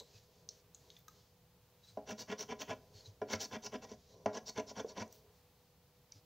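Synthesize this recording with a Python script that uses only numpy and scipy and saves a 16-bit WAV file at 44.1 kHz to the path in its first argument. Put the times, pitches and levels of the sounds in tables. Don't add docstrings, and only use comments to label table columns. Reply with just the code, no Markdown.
import sys
import numpy as np
from scipy import signal
from scipy.fft import rfft, irfft, next_fast_len
from scipy.io import wavfile
from scipy.ndimage import uniform_filter1d, map_coordinates

SR = 44100
rng = np.random.default_rng(int(sys.argv[2]) if len(sys.argv) > 2 else 0)


def gain_from_db(level_db):
    decades = np.asarray(level_db, float) / 20
    return 10 ** decades


def dump(signal):
    limited = np.clip(np.atleast_2d(signal).T, -1, 1)
    pcm = np.round(limited * 32767).astype(np.int16)
    wavfile.write(sys.argv[1], SR, pcm)


N = 275614
TIME = np.arange(N) / SR
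SLOW = TIME[::16]

# [f/Hz, level/dB per Hz]
AIR_SPECTRUM = [(120, -27), (200, -6), (340, -10.5), (840, -9.5), (1600, -18), (4200, -18.5), (9500, -27),
                (14800, -19.5)]
# [f/Hz, level/dB per Hz]
TREMOR_SPECTRUM = [(15, -59), (25, -6), (41, -19), (59, -1.5), (177, -1), (210, -20), (270, -40),
                   (460, -120)]
# [middle t/s, length/s, level/dB]
LEANING = [
    (3.7, 2, 3.5),
    (2.3, 3.6, 1.5),
]
# [f/Hz, level/dB per Hz]
HISS_SPECTRUM = [(30, -8), (150, -16), (400, -20), (1500, -20.5), (5000, -13.5), (9000, -17.5),
                 (14000, -15), (15800, -18.5)]
# [f/Hz, t60/s]
ROOM_DECAY = [(200, 0.51), (2000, 0.24), (6000, 0.23), (12000, 0.51)]
# [t/s, peak level/dB, main f/Hz, second f/Hz]
TICKS = [(0, -41, 3990, 6160), (0, -43, 432, 800), (0, -51, 7230, 12000), (0.4897, -35, 5840, 5270),
         (.49, -46, 4280, 3820), (0.7468, -47.5, 6670, 4100), (0.7487, -60, 7700, 11700),
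         (.9027, -44, 3790, 6350), (.9662, -46, 3500, 5850), (.968, -61, 2010, 1770),
         (.99, -61, 14300, 13700), (1.0816, -44.5, 6250, 14100), (1.081, -41.5, 1256, 1560),
         (1.0832, -52.5, 3900, 8150), (2.6185, -35.5, 3150, 2500), (2.619, -38.5, 6370, 14800),
         (3.337, -26.5, 2170, 1373), (5.026, -44.5, 6100, 4500), (5.078, -62, 6260, 8550),
         (5.126, -50.5, 5860, 8000), (5.126, -58, 15100, 14400), (6.117, -63, 3080, 1520),
         (6.121, -44, 5770, 4700), (6.126, -56.5, 2260, 7400)]
# [middle t/s, length/s, level/dB, cupped-hand f/Hz]
SLIDES = [(0, 0.018, -58.5, 3950), (0.134, 0.21, -73, 4870), (0.374, 0.094, -79, 4440),
          (0.557, 0.081, -74, 5900), (.79, 0.06, -77, 6000), (.92, 0.14, -74, 3700),
          (1.134, 0.079, -81, 6000), (1.213, 0.12, -76.5, 5370), (1.92, 0.14, -79.5, 3940),
          (2.872, 0.47, -81.5, 4800), (3.068, 0.062, -73.5, 4000), (4.027, 0.19, -79, 5100),
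          (5.142, 0.064, -73, 5850), (5.36, 0.062, -86, 4400), (5.62, 0.13, -92.5, 4150),
          (6.155, .07, -82, 5840)]
# [middle t/s, length/s, level/dB, hollow f/Hz, hollow level/dB]
BRUSHES = [(0.172, 0.049, -75, 4800, 1), (0.158, 0.031, -78, 2600, 6), (5.175, 0.1, -81.5, 6000, -3),
           (1.848, 0.023, -77, 3900, 12), (1.887, 0.038, -79.5, 4000, 17), (1.89, 0.047, -75.5, 8300, 1),
           (2.98, 0.053, -65.5, 4400, 2.5), (3.02, 0.032, -80, 4300, 1), (3.064, 0.022, -72, 4000, 14),
           (3.073, 0.033, -86, 6200, 14), (4.118, 0.056, -80, 4000, 6), (4.196, 0.22, -82.5, 5800, 5),
           (6.162, 0.067, -84.5, 5000, 12)]
# [middle t/s, length/s, level/dB]
PRESSES = [(0, 0.04, -55.5), (0.108, 0.11, -72.5), (0.46, 0.33, -76), (0.865, 0.1, -74), (1.157, 0.1, -79),
           (2.995, 0.26, -69.5), (4.183, 0.13, -63.5), (5.047, 0.065, -59.5), (5.21, 0.17, -70.5)]
# [f/Hz, level/dB per Hz]
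SKIN_SPECTRUM = [(880, -36), (1500, -19), (2640, -19), (3120, -15), (4440, -9.5), (6690, -12), (8790, -33),
                 (15500, -30.5)]
# [f/Hz, width/Hz, level/dB]
WOOD_MODES = [(211.7, 15, 2), (279.5, 11.6, -0.5), (421.3, 12, 5), (528.3, 16, -0.5), (629.2, 14.6, 1.5),
              (704.5, 33, 0.5), (727, 48, 1.5), (816, 124, -5.5), (994, 33, 0), (1154, 130, -20)]
# [t/s, peak level/dB]
BUMPS = [(0.146, -54.5), (1.925, -56), (2.685, -53), (2.948, -50.5), (3.076, -46), (3.213, -53),
         (3.34, -43), (3.519, -53), (4.139, -58), (4.258, -45), (4.565, -49), (4.768, -52), (5.006, -48.5),
         (6.152, -53.5)]
# [t/s, peak level/dB, f/Hz]
THUMPS = [(2.115, -37.5, 211), (2.294, -39.5, 199), (2.515, -41, 227), (2.694, -47, 263), (3.36, -49, 199),
          (3.565, -41.5, 223), (3.75, -38, 249.6), (3.913, -44, 216), (4.771, -43.5, 198),
          (4.972, -43.5, 203), (5.012, -36, 220.4), (6.154, -64, 292)]
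# [t/s, peak level/dB, contact f/Hz, hardness level/dB, table ring level/dB]
TAPS = [
    (1.972, -29.5, 643, -22, 3.5),
    (3.216, -31.5, 636, -11, 9),
    (3.2229, -29.5, 420, -30, -7),
    (3.916, -40, 415, -25, 0),
    (4.259, -17.5, 658, -14, 1),
    (4.712, -38, 635, -23, -1),
    (4.846, -27.5, 446, -35, -11),
]
# [f/Hz, width/Hz, level/dB]
CARD_MODES = [(1155, 25, -8), (1287, 40, -7), (1417, 57, 3), (1690, 58, 0.5), (1905, 34, 2),
              (2257, 270, -4.5), (2366, 34, 0), (2650, 110, -5.5), (3124, 265, -5), (3510, 90, -4.5)]
# [f/Hz, width/Hz, level/dB]
RIM_MODES = [(3800, 420, 11.5), (4440, 220, 17.5), (5010, 39, 19), (5160, 99, 15.5), (5740, 460, 20.5),
             (6310, 160, 20), (6870, 254, 14)]
# [middle t/s, length/s, weight on table level/dB, rim speed level/dB]
STROKES = [(2.101, 0.038, -43.5, -52.5), (2.207, 0.036, -50.5, -50), (2.311, .036, -40.5, -55.5),
           (2.412, 0.036, -48, -48.5), (2.512, .033, -40.5, -57.5), (2.614, 0.026, -46, -49),
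           (2.71, 0.038, -42.5, -61.5), (3.329, 0.046, -40.5, -47.5), (3.43, 0.039, -47.5, -44),
           (3.54, 0.035, -40.5, -55), (3.652, 0.034, -49.5, -51), (3.744, 0.028, -40.5, -58),
           (3.837, 0.025, -49.5, -59.5), (3.913, 0.05, -55.5, -64.5), (4.362, 0.038, -43, -53),
           (4.484, 0.03, -51.5, -48), (4.584, 0.034, -40.5, -54), (4.696, 0.035, -54, -55),
           (4.787, 0.038, -42, -56.5), (4.9, 0.04, -55.5, -59.5), (4.996, 0.046, -41.5, -56)]
# [t/s, length/s, extra level/dB]
BITES = [(2.19, .01, 0), (2.614, .014, 3), (2.701, 0.02, 5), (3.333, 0.013, 4), (3.403, 0.015, 9.5),
         (3.448, 0.011, 0), (3.565, .006, 5), (3.665, 0.0079, 8), (3.915, .01, 4.5), (4.356, 0.0028, 2.5),
         (4.473, 0.013, -5.5), (4.493, 0.0088, 4), (4.602, 0.016, 3.5), (4.709, .008, 2), (4.8, 0.013, 6.5),
         (5.027, 0.024, 4)]
# [f/Hz, level/dB per Hz]
DUST_SPECTRUM = [(6000, -39), (8000, -3), (9800, -5.5), (11000, -2), (12500, 0), (14500, 1), (15800, 9)]
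# [middle t/s, length/s, level/dB]
FLICKS = [
    (5.16, 0.039, -67),
]

AIR_DB, TREMOR_DB = -73, -72.5
TOP_HZ = 15770
SHIFT_S = .11
SECOND_DB, SECOND_DB_PER_OCTAVE = -3.5, -8.5
TICK_T60_S, TICK_SHORTENS = 0.024, 0.36
RESTING_SKIN_DB, RESTING_WOOD_DB = -86.5, -85
BUMP_HZ, BUMP_SCATTER = 103.6, 0.037
CRACK_DB, SOFT_TAP_HZ, SOFT_PALM_HZ = -15.5, 800, 481
USUAL_WEIGHT_DB, USUAL_SPEED_DB = -46, -53
CARD_DB, CARD_PER_WEIGHT, CARD_PER_SPEED, CARD_WEARS_DB_PER_S = -51.5, 1.11, 0.19, 1.17
DUST_DB, DUST_PER_WEIGHT, DUST_PER_SPEED, DUST_WEARS_DB_PER_S = -63, -0.2, 1.74, 3.5


def unit(x):
    return x / np.sqrt(np.mean(np.abs(x) ** 2) + 1e-20)


def along(points, hz):
    f, v = np.transpose(points)
    return np.interp(np.log(hz + 1), np.log(f + 1), v)


def filtered(x, response):
    m = next_fast_len(N + SR // 2)
    gain = unit(response(np.fft.rfftfreq(m, 1 / SR)))
    return irfft(rfft(x, m) * gain, m)[..., :N]


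def shaped(spectrum):
    return lambda f: gain_from_db(along(spectrum, f))


def resonances(peaks, low_hz=0):
    def response(f):
        total = 0
        for k, (hz, width, db) in enumerate(peaks):
            total = total + (-1) ** k * gain_from_db(db) * 1j * f * width / (hz * hz - f * f + 1j * f * width)
        return (1j * f / (low_hz + 1j * f + 1e-9)) ** 2 * total
    return response


def noise(spectrum):
    return filtered(rng.standard_normal(N), shaped(spectrum))


def wobble(rate):
    return map_coordinates(rng.standard_normal(int(N * rate / SR) + 4), [TIME * rate])


def smoothed(x, size):
    return uniform_filter1d(uniform_filter1d(x, size=size), size=size)


def catches(rate, spread_db, smooth):
    draw = rng.random((3, N))
    size = gain_from_db(-spread_db * np.log(draw[1] + .02))
    pulses = size * np.sign(draw[2] - .5) * (draw[0] < rate / SR)
    share = np.clip(smooth, 0, 1)
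    return np.sqrt(1 - share) * unit(pulses) + np.sqrt(share) * rng.standard_normal(N)


def ring(hz, t60, t, attack):
    return np.sin(2 * np.pi * hz * t) * gain_from_db(-60 * t / t60) * (1 - np.exp(-t / attack))


def add(track, s, sound):
    piece = track[round(s * SR):][:len(sound)]
    piece += sound[:len(piece)]


def hump(middle, length, lean):
    u = (SLOW - middle) / length - 0.65 * lean
    return np.exp(-3.2 * np.abs(u * np.where(u > 0, 1 + lean, 1 - lean)) ** 3)


def per_sample(curve):
    return np.interp(TIME, SLOW, curve)


def room_tone():
    hum = np.sin(2 * np.pi * 491 * TIME) * (1 + .25 * wobble(25))
    lean_db = sum(db * hump(middle, length, lean=0) for middle, length, db in LEANING)
    tremor = gain_from_db(TREMOR_DB + per_sample(lean_db)) * noise(TREMOR_SPECTRUM)
    air = gain_from_db(AIR_DB + 1.3 * wobble(2.6)) * noise(AIR_SPECTRUM)
    return air + gain_from_db(-76.5) * hum + tremor


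def room(x):
    hz, t, z = signal.stft(rng.standard_normal((4, SR // 2)), SR, nperseg=256)
    decay = gain_from_db(-60 * t / along(ROOM_DECAY, hz)[:, None])
    tails = signal.istft(z * decay, SR, nperseg=256)[1]
    tails = tails / np.linalg.norm(tails[0])
    turn = (TIME / SHIFT_S - np.arange(4)[:, None]) % 4
    parts = x * np.clip(1 - np.abs(turn - 2), 0, 1)
    delayed = np.pad(parts, ((0, 0), (150, 0)))
    return signal.oaconvolve(delayed, tails, axes=1).sum(axis=0)[:N]


def ticks():
    out, t = np.zeros(N), np.arange(SR // 10) / SR
    for s, db, hz, second_hz in TICKS:
        second_db = min(SECOND_DB + SECOND_DB_PER_OCTAVE * np.log2(second_hz / hz), 3)
        t60 = TICK_T60_S * (4000 / hz) ** TICK_SHORTENS
        flutter = unit(smoothed(rng.standard_normal((2, len(t))), 24))
        rough = 1 + flutter * np.array([[hz], [second_hz]]) / 5000
        spike = hz / 6000 * ring(hz, 0.0066, t, .0001)
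        spike = spike + 0.042 * gain_from_db(-60 * t / 0.0019) * rng.standard_normal(len(t))
        main = rough[0] * ring(hz, t60, t, 1.4 / hz)
        second = gain_from_db(second_db) * rough[1] * ring(second_hz, t60, t, 3.1 / second_hz)
        add(out, s, gain_from_db(db) * (spike + 0.49 * (main + second)))
    return out


def slide():
    flutter = unit(wobble(350))
    skin = filtered(catches(rate=5000, spread_db=1.5, smooth=.8), shaped(SKIN_SPECTRUM))
    modes = resonances([(hz, width + 25, db) for hz, width, db in WOOD_MODES])
    soft = lambda f: 1j * f / (SOFT_PALM_HZ ** 2 - f * f + 1j * f * 300)
    wood = filtered(rng.standard_normal(N), lambda f: modes(f) * soft(f))

    def touch(middle, length, db, hz, hollow_db):
        hollow = flutter * np.sin(2 * np.pi * hz * TIME)
        return gain_from_db(db) * per_sample(hump(middle, length, lean=0)) * (skin + gain_from_db(hollow_db) * hollow)

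    grips = gain_from_db(RESTING_SKIN_DB) * skin + sum(touch(*row, hollow_db=-6.0) for row in SLIDES)
    presses = sum(gain_from_db(db) * hump(middle, length, lean=0) for middle, length, db in PRESSES)
    palm = per_sample(gain_from_db(RESTING_WOOD_DB) + presses)
    return gain_from_db(1.04 * wobble(40)) * grips + palm * wood + sum(touch(*row) for row in BRUSHES)


def bumps():
    out, t = np.zeros(N), np.arange(SR // 3) / SR
    for s, db in BUMPS:
        hz = BUMP_HZ * (1 + BUMP_SCATTER * rng.standard_normal())
        add(out, s, gain_from_db(db + 5.5) * ring(hz, 0.15, t, 0.011))
    for s, db, hz in THUMPS:
        add(out, s, gain_from_db(db + 2.0) * ring(hz, 0.12, t, 0.0067))
    return out


def rim(f):
    return resonances(RIM_MODES, low_hz=2500)(f) / (1 + 1j * f / 7300) ** 2 / (1 + (f / 7400) ** 12) ** .5


def taps():
    thud, t = np.zeros(N), np.arange(SR // 5) / SR
    table, card, crack = np.zeros((3, N))
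    for s, db, hz, card_db, ring_db in TAPS:
        grain = rng.standard_normal((3, len(t)))
        shiver = 1 + 0.68 * unit(smoothed(grain[0], 60))
        body = ring(hz, 0.032, t, 0.0013) + 0.083 * shiver * ring(1.3 * hz, 0.14, t, 0.00093)
        card_decay = gain_from_db(-60 * t / 0.0094) + 0.16 * gain_from_db(-60 * t / 0.14)
        rim_decay = gain_from_db(-60 * t / 0.02) + 0.18 * gain_from_db(-60 * t / 0.21)
        add(thud, s, gain_from_db(db) * body)
        add(table, s, gain_from_db(db + ring_db - 10.5) * np.hanning(30))
        add(card, s, gain_from_db(db + card_db) * grain[1] * card_decay)
        add(crack, s, gain_from_db(db + card_db + CRACK_DB) * grain[2] * rim_decay)
    blunt = lambda f: resonances(WOOD_MODES, low_hz=250)(f) / (1 + 1j * f / SOFT_TAP_HZ) ** 2
    dull = lambda f: resonances(CARD_MODES, low_hz=900)(f) / (1 + 1j * f / 2000) ** 4
    return thud + filtered(table, blunt) + filtered(card, dull) + filtered(crack, rim)


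def stroke_levels(middle, weight_db, speed_db):
    weight, speed = weight_db - USUAL_WEIGHT_DB, speed_db - USUAL_SPEED_DB
    worn_s = middle - STROKES[0][0]
    card_db = CARD_DB + CARD_PER_WEIGHT * weight + CARD_PER_SPEED * speed - CARD_WEARS_DB_PER_S * worn_s
    dust_db = DUST_DB + DUST_PER_WEIGHT * weight + DUST_PER_SPEED * speed - DUST_WEARS_DB_PER_S * worn_s
    return weight_db, card_db, speed_db, dust_db


def patchy(x, depth_db):
    z = signal.stft(x, nperseg=256)[2]
    field = uniform_filter1d(rng.standard_normal(z.shape), size=4, axis=0)
    field = uniform_filter1d(field, size=6, axis=1)
    return signal.istft(z * gain_from_db(depth_db * unit(field)), nperseg=256)[1][:N]


def strokes():
    force, bright = np.zeros((4, len(SLOW))), np.zeros(len(SLOW))
    for middle, length, weight_db, speed_db in STROKES:
        levels_db = stroke_levels(middle, weight_db, speed_db)
        speed = hump(middle, length, lean=0.22)
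        force += gain_from_db(levels_db)[:, None] * speed ** np.array([[1], [1], [1], [2.2]])
        card_over_rim_db = levels_db[1] - levels_db[2]
        bright = np.where(speed > .001, 1 / (1 + gain_from_db(card_over_rim_db + 5.0)), bright)
    force[3] += sum(gain_from_db(db) * hump(middle, length, lean=-.2) for middle, length, db in FLICKS)
    bite_db = sum(db * np.exp(-((SLOW - s) / length) ** 2 * 2) for s, length, db in BITES)
    bright = per_sample(bright)
    grain = gain_from_db(1.4 * wobble(110) + 1.4 * wobble(400))
    force = np.array([per_sample(row) for row in force * gain_from_db(bite_db)]) * grain
    coarse = catches(rate=700, spread_db=3, smooth=.5)
    fine = catches(rate=2200, spread_db=3, smooth=.4)

    pressed = [(hz, width + 14, db) for hz, width, db in WOOD_MODES]
    table = filtered(force[0] * coarse, resonances(pressed, low_hz=106)) * gain_from_db(-3.0)
    leg_modes = resonances([(107.6, 20, 1), (66, 36, -25.5)])
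    legs = filtered(force[0] * rng.standard_normal(N), leg_modes) * gain_from_db(-20.5)

    drive = force[1] * (coarse + 0.48 * fine) * gain_from_db(-4.0)
    dull = lambda f: resonances(CARD_MODES, low_hz=900)(f) / (1 + 1j * f / 2500)
    heavy = filtered(drive * np.sqrt(1 - bright), dull)
    light = filtered(drive * np.sqrt(bright), resonances(CARD_MODES, low_hz=2600))
    grit = filtered(force[2] * fine, rim)
    specks = catches(rate=4000, spread_db=2.5, smooth=.7)
    dust = filtered(force[3] * specks, shaped(DUST_SPECTRUM))
    return table + legs + patchy(heavy + light + grit + dust, depth_db=2.3)


def scene():
    clicks = ticks()
    rubbing = strokes() + taps()
    echoes = gain_from_db(-9) * room(rubbing) + gain_from_db(-5.5) * room(clicks)
    mid = rubbing + clicks + echoes + bumps() + slide() + room_tone()
    side = gain_from_db(-79) * noise(HISS_SPECTRUM) + gain_from_db(-45.0) * room(mid)
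    return np.array([mid + side, mid - side])


def roll_off(x):
    return signal.sosfilt(signal.butter(12, 16650, fs=SR, output="sos"), x)


def record(dry):
    level = np.sqrt(2 * TOP_HZ / SR)
    mix = filtered(dry, lambda f: 1. * (f < TOP_HZ)) * level
    return roll_off(mix)


dry = scene()
out = record(dry)
dump(out)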